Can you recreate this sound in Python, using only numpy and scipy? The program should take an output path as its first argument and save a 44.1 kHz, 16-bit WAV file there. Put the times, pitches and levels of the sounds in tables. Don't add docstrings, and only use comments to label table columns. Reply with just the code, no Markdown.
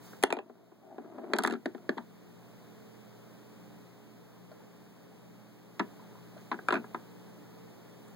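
import sys
import numpy as np
from scipy import signal
from scipy.fft import rfft, irfft, next_fast_len
from scipy.io import wavfile
from scipy.ndimage import uniform_filter1d, minimum_filter1d

SR = 44100
rng = np.random.default_rng(int(sys.argv[2]) if len(sys.argv) > 2 else 0)


def pcm_store(signal):
    levels = np.round(np.clip(np.atleast_2d(signal), -1, 1) * 32767)
    wavfile.write(sys.argv[1], SR, levels.astype(np.int16).T)


N = 359415
TIME = np.arange(N) / SR
AGE = TIME[:SR // 6]


# start in seconds, thud in dB, thud pitch in Hz, knock in dB,
# knock pitch in Hz, click in dB, click hardness in dB per octave, ping in dB.
BALL_HITS = [(0.132, -57, 473, -56.5, 1460, -77, -9, -75), (0.2273, -39.5, 726, -50, 905, -41.5, 13, -40),
             (0.2363, -11.5, 423, -19.5, 1720, -15, 5, -21.5), (0.2385, -22, 685, -25, 760, -42, -6, -42),
             (0.304, -30, 390, -30, 925, -36.5, 1, -29), (0.3253, -19, 414, -25.5, 770, -27.5, 1.5, -21.5),
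             (0.3355, -42, 418, -39, 890, -45, 9, -56), (0.368, -26.5, 443, -38, 840, -44.5, -7, -48),
             (0.388, -31, 483, -38.5, 1096, -45.5, -2.5, -35), (1.335, -22.5, 338, -26, 1650, -25, -2, -38),
             (1.349, -30, 398, -41, 910, -57, -9, -60), (1.3595, -36, 300, -53, 1410, -51, 6, -56),
             (1.365, -41, 347, -45, 1570, -40, -2, -56), (1.386, -28, 640, -28.5, 1500, -29.5, 9, -39),
             (1.389, -30, 267, -39, 1340, -45, 0, -58), (1.404, -31, 340, -40, 1190, -52, -4, -65),
             (1.4235, -51, 348, -51, 1480, -47, 3, -65), (1.436, -30, 673, -36, 1360, -32, 9, -39),
             (1.446, -25.5, 305, -54, 1470, -41, 0, -55), (1.449, -27.5, 335, -24, 1780, -36, -6, -49),
             (1.462, -47, 328, -43, 1300, -38, 3, -60), (1.474, -27, 363, -31, 1250, -33.5, 5, -40),
             (1.499, -30, 316, -41, 795, -48, 5, -62), (1.509, -50, 348, -39.5, 1740, -45, 4, -40),
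             (1.521, -39, 300, -59, 1300, -50, -3, -65.5), (1.5245, -28.5, 360, -44, 1380, -45, 4, -62),
             (1.537, -35.5, 242, -41, 1260, -46, -4, -60), (1.553, -46, 230, -46.5, 1390, -59, -12, -74),
             (1.6575, -25.5, 351, -36.5, 1810, -39, -4, -60), (1.748, -36, 348, -54, 1820, -56, -12, -80),
             (1.78, -52.5, 400, -60, 1400, -64, -9, -75), (1.8922, -24.5, 341, -32, 1710, -37.5, -6.5, -70),
             (1.97, -38.5, 377, -58, 1020, -71, -2, -75), (1.976, -40, 308, -58, 1940, -52, -4, -64),
             (1.9805, -40, 287, -38, 930, -46.5, -17, -65), (5.7948, -79, 500, -60, 1800, -40, -7, -51),
             (5.7972, -36, 333, -33.5, 960, -50, -9, -43), (5.8028, -32.5, 250, -37, 1710, -55, -11, -57),
             (6.5153, -38, 339, -34.5, 1020, -45.5, -14, -62), (6.526, -47, 270, -41.5, 940, -51, -16, -64),
             (6.5415, -45, 260, -47, 1480, -61, -9, -70), (6.589, -50, 436, -48.5, 1530, -70, -9, -72),
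             (6.6852, -35.5, 496, -29, 1450, -41.5, 1, -39), (6.706, -35, 420, -34.5, 1400, -43, -11, -39),
             (6.7243, -31.5, 357, -34, 1033, -42, -1, -47), (6.7285, -43, 420, -38.5, 1380, -49, -7, -54),
             (6.737, -50, 336, -53, 1310, -45.5, -10, -62), (6.741, -38, 385, -38, 1230, -48, 3, -37.5),
             (6.754, -35, 281, -37, 1500, -50, -6, -41), (6.765, -44, 378, -42.5, 1620, -57, -9, -44),
             (6.773, -55, 300, -51, 1590, -62, -12, -54), (6.781, -38.5, 219, -71, 1300, -70, -9, -75),
             (6.842, -53, 400, -53, 1270, -74, -11, -70), (6.9458, -41, 335, -38.5, 1005, -53.5, -14, -71)]

def balls():
    out = np.zeros((2, N))
    contacts = list(BALL_HITS) + seam_bumps() + chatter()
    for start, thud_db, thud_hz, knock_db, knock_hz, click_db, hardness, ping_db in contacts:
        ring_scale = ring_length(max(knock_db, thud_db - 3))
        modes = damped_modes(ring_scale)
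        thud = board_thud(thud_hz, thud_db, modes, ring_scale)
        knock = frame_knock(knock_hz, modes, ring_scale)
        add(out, start, from_db(thud_db) * thud + from_db(knock_db) * knock)
        add(out[0], start, from_db(click_db) * click(hardness, ring_scale) + from_db(ping_db) * ping())
    return out


USUAL_BLOW_DB = -29.5

def ring_length(blow_db, halving_db=4.5):
    return np.clip(0.93 * 2 ** ((USUAL_BLOW_DB - blow_db) / halving_db), 0.39, 0.93)


# frequency in Hz, relative level in dB.
THUD_SPECTRUM = [(120, -45.5), (220, 5), (380, 8.5), (540, -17), (760, -9), (900, -16.5), (1500, -62)]

def board_thud(hz, blow_db, modes, ring_scale):
    overtone_db = min(-34.5 + 6 * (blow_db - USUAL_BLOW_DB), 0)
    note = ring(hz, 0.04 * ring_scale, rise_s=0.001)
    overtone = from_db(overtone_db) * ring(2.9 * hz, 0.014 * ring_scale, rise_s=0.001)
    envelope = fade(0.14 * ring_scale, rise_s=0.00024)
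    thud = body(note + overtone, hz, modes, THUD_SPECTRUM, envelope,
                modes_db=2, dense_db=2.5, side_db=-2, reach_octaves=0.54)
    return cut(thud, 0.68 * hz, "high", order=3)


# frequency in Hz, relative level in dB.
KNOCK_SPECTRUM = [(500, -14.5), (900, 4), (1600, 5), (2100, -4), (2600, -10.5), (4000, -41), (8000, -55.5)]

def frame_knock(hz, modes, ring_scale):
    note = ring(hz, 0.015 * ring_scale, rise_s=0.002)
    bark = fade(0.031 * ring_scale, rise_s=0.0008) + 0.1 * fade(0.13 * ring_scale, rise_s=0.0013)
    return body(note, hz, modes, KNOCK_SPECTRUM, bark,
                modes_db=-5, dense_db=-3, side_db=0, reach_octaves=0.52)


# frequency in Hz, relative level in dB, free T60 in seconds.
WOOD_MODES = [(197.3, 4, 0.37), (232.2, 7, 0.5), (284.4, -1.5, 0.08), (350, -4.5, 0.05), (405, -3.5, 0.067),
              (617, -0.5, 0.091), (731.4, 6.5, 0.085), (801, 5, 0.082), (866, -0.5, 0.097), (968, 3, 0.15),
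              (1052, -3, 0.07), (1268, 0, 0.18), (1360, 5, 0.094), (1447, 4, 0.08), (1568, 5.5, 0.041),
              (1650, 15, 0.041), (1770, 2.5, 0.026), (2110, -14, 0.028)]

def damped_modes(ring_scale):
    free = np.array([ring(hz, t60_s, rise_s=0.0013) for hz, _, t60_s in WOOD_MODES])
    return free * np.exp(-max(1 / ring_scale - 1, 0) * AGE / 0.0026)


def body(note, note_hz, modes, spectrum, envelope, modes_db, dense_db, side_db, reach_octaves):
    hz, db, _ = np.transpose(WOOD_MODES)
    nearness = np.exp(-.5 * (np.log2(hz / note_hz) / reach_octaves) ** 2)
    signs = np.array([(-1) ** np.arange(len(hz)), rng.choice([-1, 1], len(hz))])
    panels = []
    for strengths in signs * from_db(2.5 * rng.standard_normal((2, len(hz)))):
        modal = unit_blow((from_db(db) * nearness * strengths) @ modes)
        dense = unit_blow(colour(rng.standard_normal(len(AGE)), spectrum) * envelope)
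        panels.append(from_db(modes_db) * modal + from_db(dense_db) * dense)
    head_on = unit_blow(unit_blow(note) + panels[0])
    return np.array([head_on, from_db(side_db) * unit_blow(panels[1])])


# frequency in Hz, relative level in dB, T60 in seconds.
PLASTIC_MODES = [(2014, 5, 0.0087), (3330, 1.5, 0.0066), (3830, 6.5, 0.0022), (4300, -6, 0.0034),
                 (6310, -13, 0.0016), (7600, -2, 0.0024), (8900, -1, 0.0023), (9600, -4, 0.0012),
                 (12000, -12.5, 0.002)]
# frequency in Hz, relative level in dB.
SPLASH_SPECTRUM = [(1500, -40), (2300, -13), (2700, -12), (3300, 3.5), (4000, 4), (5000, -4.5), (5700, -4),
                   (6700, -10), (8700, -9.5), (11000, -20.5), (16000, -37)]

def click(tilt_db_per_octave, ring_scale, echo_s=0.0027, echo_db=-14, splash_db=-2):
    crack = np.zeros(len(AGE))
    for k, (hz, db, t60_s) in enumerate(PLASTIC_MODES):
        mode_db = db + tilt_db_per_octave * np.log2(hz / 3000) + 2 * rng.standard_normal()
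        detune = 1 + 0.02 * np.clip(rng.standard_normal(), -2, 2)
        crack += (-1) ** k * from_db(mode_db) * ring(hz * detune, t60_s)
    lag_samples = round(echo_s * SR * rng.uniform(0.5, 1.4))
    echo = from_db(echo_db) * np.pad(crack, (lag_samples, 0))[:len(AGE)]
    noise = colour(rng.standard_normal(len(AGE)), SPLASH_SPECTRUM, tilt_db_per_octave)
    splash = noise * fade(0.025 * ring_scale, rise_s=0.00008)
    tail = 0.058 * cut(noise, 4300, "low", order=1) * fade(0.044 * ring_scale)
    return unit_blow(unit_blow(crack + echo) + from_db(splash_db) * unit_blow(splash + tail))


def ping(hz=2630):
    detune = 1 + 0.058 * rng.uniform(-1.9, 1)
    return unit_blow(ring(hz * detune, t60_s=0.019, rise_s=0.0003))


# start in seconds, thud level in dB.
CHUTE_SEAMS = [(0.497, -38.5), (0.717, -47.5), (0.9818, -32.5), (1.046, -43.5), (1.1828, -34),
               (1.2402, -38)]

def seam_bumps(thud_hz=394, knock_hz=1040):
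    return [(start, db, thud_hz, db - 14, knock_hz, db - 30.5, 0, db - 32) for start, db in CHUTE_SEAMS]


# start in seconds, end in seconds, initial knock level in dB.
SETTLING = [(1.4, 1.58, -57), (6.722, 6.79, -56)]

def chatter(gap_s=0.019, fade_db_per_s=28, thud_hz=332, knock_hz=1390):
    touches = []
    for start, end, first_db in SETTLING:
        for k, (jitter, force, spot) in enumerate(rng.uniform(-1.2, 1, size=(12, 3))):
            onset = start + gap_s * (k + 0.54 * jitter)
            db = first_db - fade_db_per_s * (onset - start) + 3 * force
            detune = 2 ** (0.18 * spot)
            if onset < end:
                touches.append((onset, db + 12, thud_hz * detune, db, knock_hz * detune, db - 2, 0, db - 19))
    return touches


# start and end in seconds, first and last level in dB.
BALL_ROLLS = [(0.24, 0.38, -40, -41.5), (0.42, 0.80, -55, -59.5), (0.81, 1.33, -54.5, -42),
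              (1.36, 1.55, -40, -52), (1.62, 2.00, -64.5, -55), (6.725, 6.76, -28.5, -43.5)]
# start and end in seconds, first and last level in dB.
CHUTE_RING = [(0.81, 0.96, -59.5, -53.5)]
# frequency in Hz, relative level in dB.
ROLL_SPECTRUM = [(130, -23.5), (230, -3), (360, 0.5), (520, -16), (650, -2), (780, -13.5), (950, -15.5),
                 (1500, -24), (2500, -33.5), (6000, -48.5)]

def rolling(bumps_per_s=650, spread_db=3.5, side_db=-3, attack_s=0.01, t60_s=0.11):
    bumps = (rng.random((2, N)) < bumps_per_s / SR) * rng.choice([-1, 1], (2, N))
    bumps = bumps * from_db(spread_db * rng.standard_normal((2, N)))
    forces = [unit_rms(row) + 0.037 * rng.standard_normal(N) for row in bumps]
    head_on, sideways = [unit_rms(colour(force, ROLL_SPECTRUM)) for force in forces]
    out = strokes(BALL_ROLLS, attack_s, t60_s) * np.array([head_on, from_db(side_db) * sideways])
    hollow = signal.fftconvolve(bumps[0], ring(hz=810, t60_s=0.014, rise_s=0.0025))[:N]
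    out[0] += strokes(CHUTE_RING, attack_s, t60_s) * unit_rms(hollow)
    return out


# start in seconds, level in dB, pitch in Hz.
PAW_TOUCHES = [(4.515, -53.5, 630), (4.604, -62, 870), (4.636, -65.5, 545), (5.995, -61, 990),
               (6.022, -59, 870), (6.153, -59.5, 1000), (6.184, -66, 1060), (6.365, -54, 615)]

def paws():
    out = np.zeros(N)
    for start, db, hz in PAW_TOUCHES:
        tap = ring(hz, t60_s=0.027, rise_s=0.0022)
        fur = colour(rng.standard_normal(len(AGE)), KNOCK_SPECTRUM) * fade(t60_s=0.23, rise_s=0.00082)
        add(out, start, from_db(db) * unit_blow(unit_blow(tap) + .5 * unit_blow(fur)))
    return out


# start and end in seconds, first and last level in dB.
CLOTH_RUBS = [(0.0, 0.13, -53, -59), (4.5, 4.66, -78, -79), (5.98, 6.2, -89, -84), (6.35, 6.45, -63, -69)]
# frequency in Hz, relative level in dB.
CLOTH_SPECTRUM = [(1500, -1), (3500, -3.5), (5500, -1), (9000, -4.5), (12000, -5.5), (16000, 0.5)]

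def cloth():
    hiss = unit_rms(colour(rng.standard_normal(N), CLOTH_SPECTRUM))
    return strokes(CLOTH_RUBS, attack_s=0.054, t60_s=0.61) * hiss


# start in seconds, level in dB, pitch in Hz.
CAT_TICKS = [(2.485, -74.5, 7600), (4.516, -69, 4320), (6.378, -65, 3500), (6.41, -69, 6900),
             (7.585, -73, 5100), (7.895, -74, 7700), (8.08, -66, 7600)]

def ticks():
    out = np.zeros(N)
    for start, db, hz in CAT_TICKS:
        scratch = rng.standard_normal(len(AGE)) * fade(t60_s=0.032)
        tick = signal.fftconvolve(scratch, ring(hz, t60_s=0.0041))
        add(out, start, from_db(db) * unit_blow(tick))
    return out


def room(x, wall_hz=2300, t60_s=0.13, wet_db=-23):
    wet = []
    for _ in range(2):
        tail = cut(rng.standard_normal(len(AGE)), wall_hz, "low", order=1) * fade(t60_s, rise_s=0.0046)
        wet.append(signal.fftconvolve(x, tail / np.linalg.norm(tail))[:N])
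    return from_db(wet_db) * diffuse(*wet)


# frequency in Hz, level in dB, lag between ports in samples, waver depth.
HUM_TONES = [(119.4, -67.5, -19, 0.19), (175.7, -65.5, 17.5, 0.4), (212.5, -67.5, -18.5, 0.4),
             (298.4, -72, -15, 1), (418, -71.5, 20.5, 0.3), (445, -73.5, -34.5, 0.85),
             (6300, -95, 2.5, 0.8), (6460, -93, -3, 0.9)]

def hum(waver_hz=4):
    out = np.zeros((2, N))
    knots_s = np.linspace(0, N / SR, int(2 * waver_hz * N / SR) + 2)
    for hz, db, lag_samples, depth in HUM_TONES:
        drift = rng.standard_normal((2, 400))[:, :len(knots_s)]
        waver = 1 + depth * np.interp(TIME, knots_s, drift[0] + 1j * drift[1])
        tone = waver * np.exp(2j * np.pi * hz * TIME)
        lagged = tone * np.exp(-2j * np.pi * hz * lag_samples / SR)
        out += from_db(db) * unit_rms(np.real([tone, lagged]))
    return out


# frequency in Hz, noise density in dB.
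AIR_SPECTRUM = [(40, -87.5), (80, -99), (120, -87.5), (250, -88), (450, -92), (800, -96), (1300, -102),
                (2000, -105), (4000, -110), (7000, -115), (10500, -118), (15000, -114)]

def air():
    common, apart = [colour(rng.standard_normal(N), AIR_SPECTRUM) * np.sqrt(SR / 2) for _ in range(2)]
    return diffuse(common, apart)


def diffuse(common, apart, split_hz=1400):
    apart = cut(apart, split_hz, "high", order=1)
    return np.array([common + apart, common - apart])


def from_db(db):
    return 10 ** (np.asarray(db) / 20)


def unit_rms(x):
    return x / np.sqrt(np.mean(x ** 2) + 1e-20)


def unit_blow(x):
    return x / np.sqrt(np.sum(x ** 2) / (SR / 100) + 1e-20)


def cut(x, hz, kind, order):
    return signal.sosfilt(signal.butter(order, min(hz, .45 * SR), kind, fs=SR, output="sos"), x)


def colour(x, spectrum, tilt_db_per_octave=0):
    size = next_fast_len(len(x), real=True)
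    bin_octaves = np.log2(np.maximum(np.fft.rfftfreq(size, 1 / SR), 1))
    hz, db = np.transpose(spectrum)
    octaves = np.log2(hz)
    gain_db = np.interp(bin_octaves, octaves, db + tilt_db_per_octave * (octaves - octaves[0]))
    return irfft(rfft(x, size) * from_db(gain_db), size)[:len(x)]


def fade(t60_s, rise_s=1e-5):
    return np.exp(-np.log(1000) * AGE / t60_s) * (1 - np.exp(-AGE / rise_s))


def ring(hz, t60_s, rise_s=1e-5):
    return np.sin(2 * np.pi * hz * AGE) * fade(t60_s, rise_s)


def strokes(rows, attack_s, t60_s):
    envelope = np.zeros(N)
    for start, end, first_db, last_db in rows:
        ramp = from_db(np.interp(TIME, [start, end], [first_db, last_db]))
        attack = np.clip((TIME - start) / attack_s, 0, 1)
        release = np.exp(-np.log(1000) * np.maximum(TIME - end, 0) / t60_s)
        envelope += ramp * attack * release
    return envelope


def add(track, start_s, sound):
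    i = max(round(start_s * SR), 0)
    track[..., i:i + sound.shape[-1]] += sound[..., :N - i]


# time in seconds, gain in dB.
BACKGROUND_DIP = [(3.75, 0.2), (4.0, -1.3), (5.7, -1.5), (5.9, 1)]

def scene():
    background = from_db(np.interp(TIME, *np.transpose(BACKGROUND_DIP))) * (air() + hum())
    touches = paws() + cloth() + ticks()
    head_on, sideways = rolling() + balls()
    table = head_on + touches
    direct = np.array([table, cut(table, 1700, "low", order=1)])
    return direct + diffuse(0, sideways) + room(table) + background


def crossed_stereo(ports, lag_samples=16, boost_hz=600, floor_hz=60, low_cut_hz=110):
    pair = ports - np.pad(ports[::-1], ((0, 0), (lag_samples, 0)))[:, :N]
    shelf = signal.bilinear([1, 2 * np.pi * boost_hz], [1, 2 * np.pi * floor_hz], SR)
    return cut(signal.lfilter(*shelf, pair), low_cut_hz, "high", order=2)


def gain_control(x, ceiling_db=-15, release_db_per_s=5):
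    power = uniform_filter1d(np.mean(x ** 2, axis=0), size=220)
    excess_db = np.maximum(10 * np.log10(np.maximum(power, 1e-12)) - ceiling_db, 0)
    recovery_db = release_db_per_s * TIME
    duck_db = np.maximum.accumulate(excess_db + recovery_db) - recovery_db
    held_db = minimum_filter1d(-duck_db, size=200)
    return x * from_db(uniform_filter1d(held_db, size=100))


def record(dry):
    top_cut = signal.ellip(10, .1, 80, 15900, fs=SR, output="sos")
    return signal.sosfilt(top_cut, gain_control(crossed_stereo(dry)))


dry = scene()
out = record(dry)
pcm_store(out)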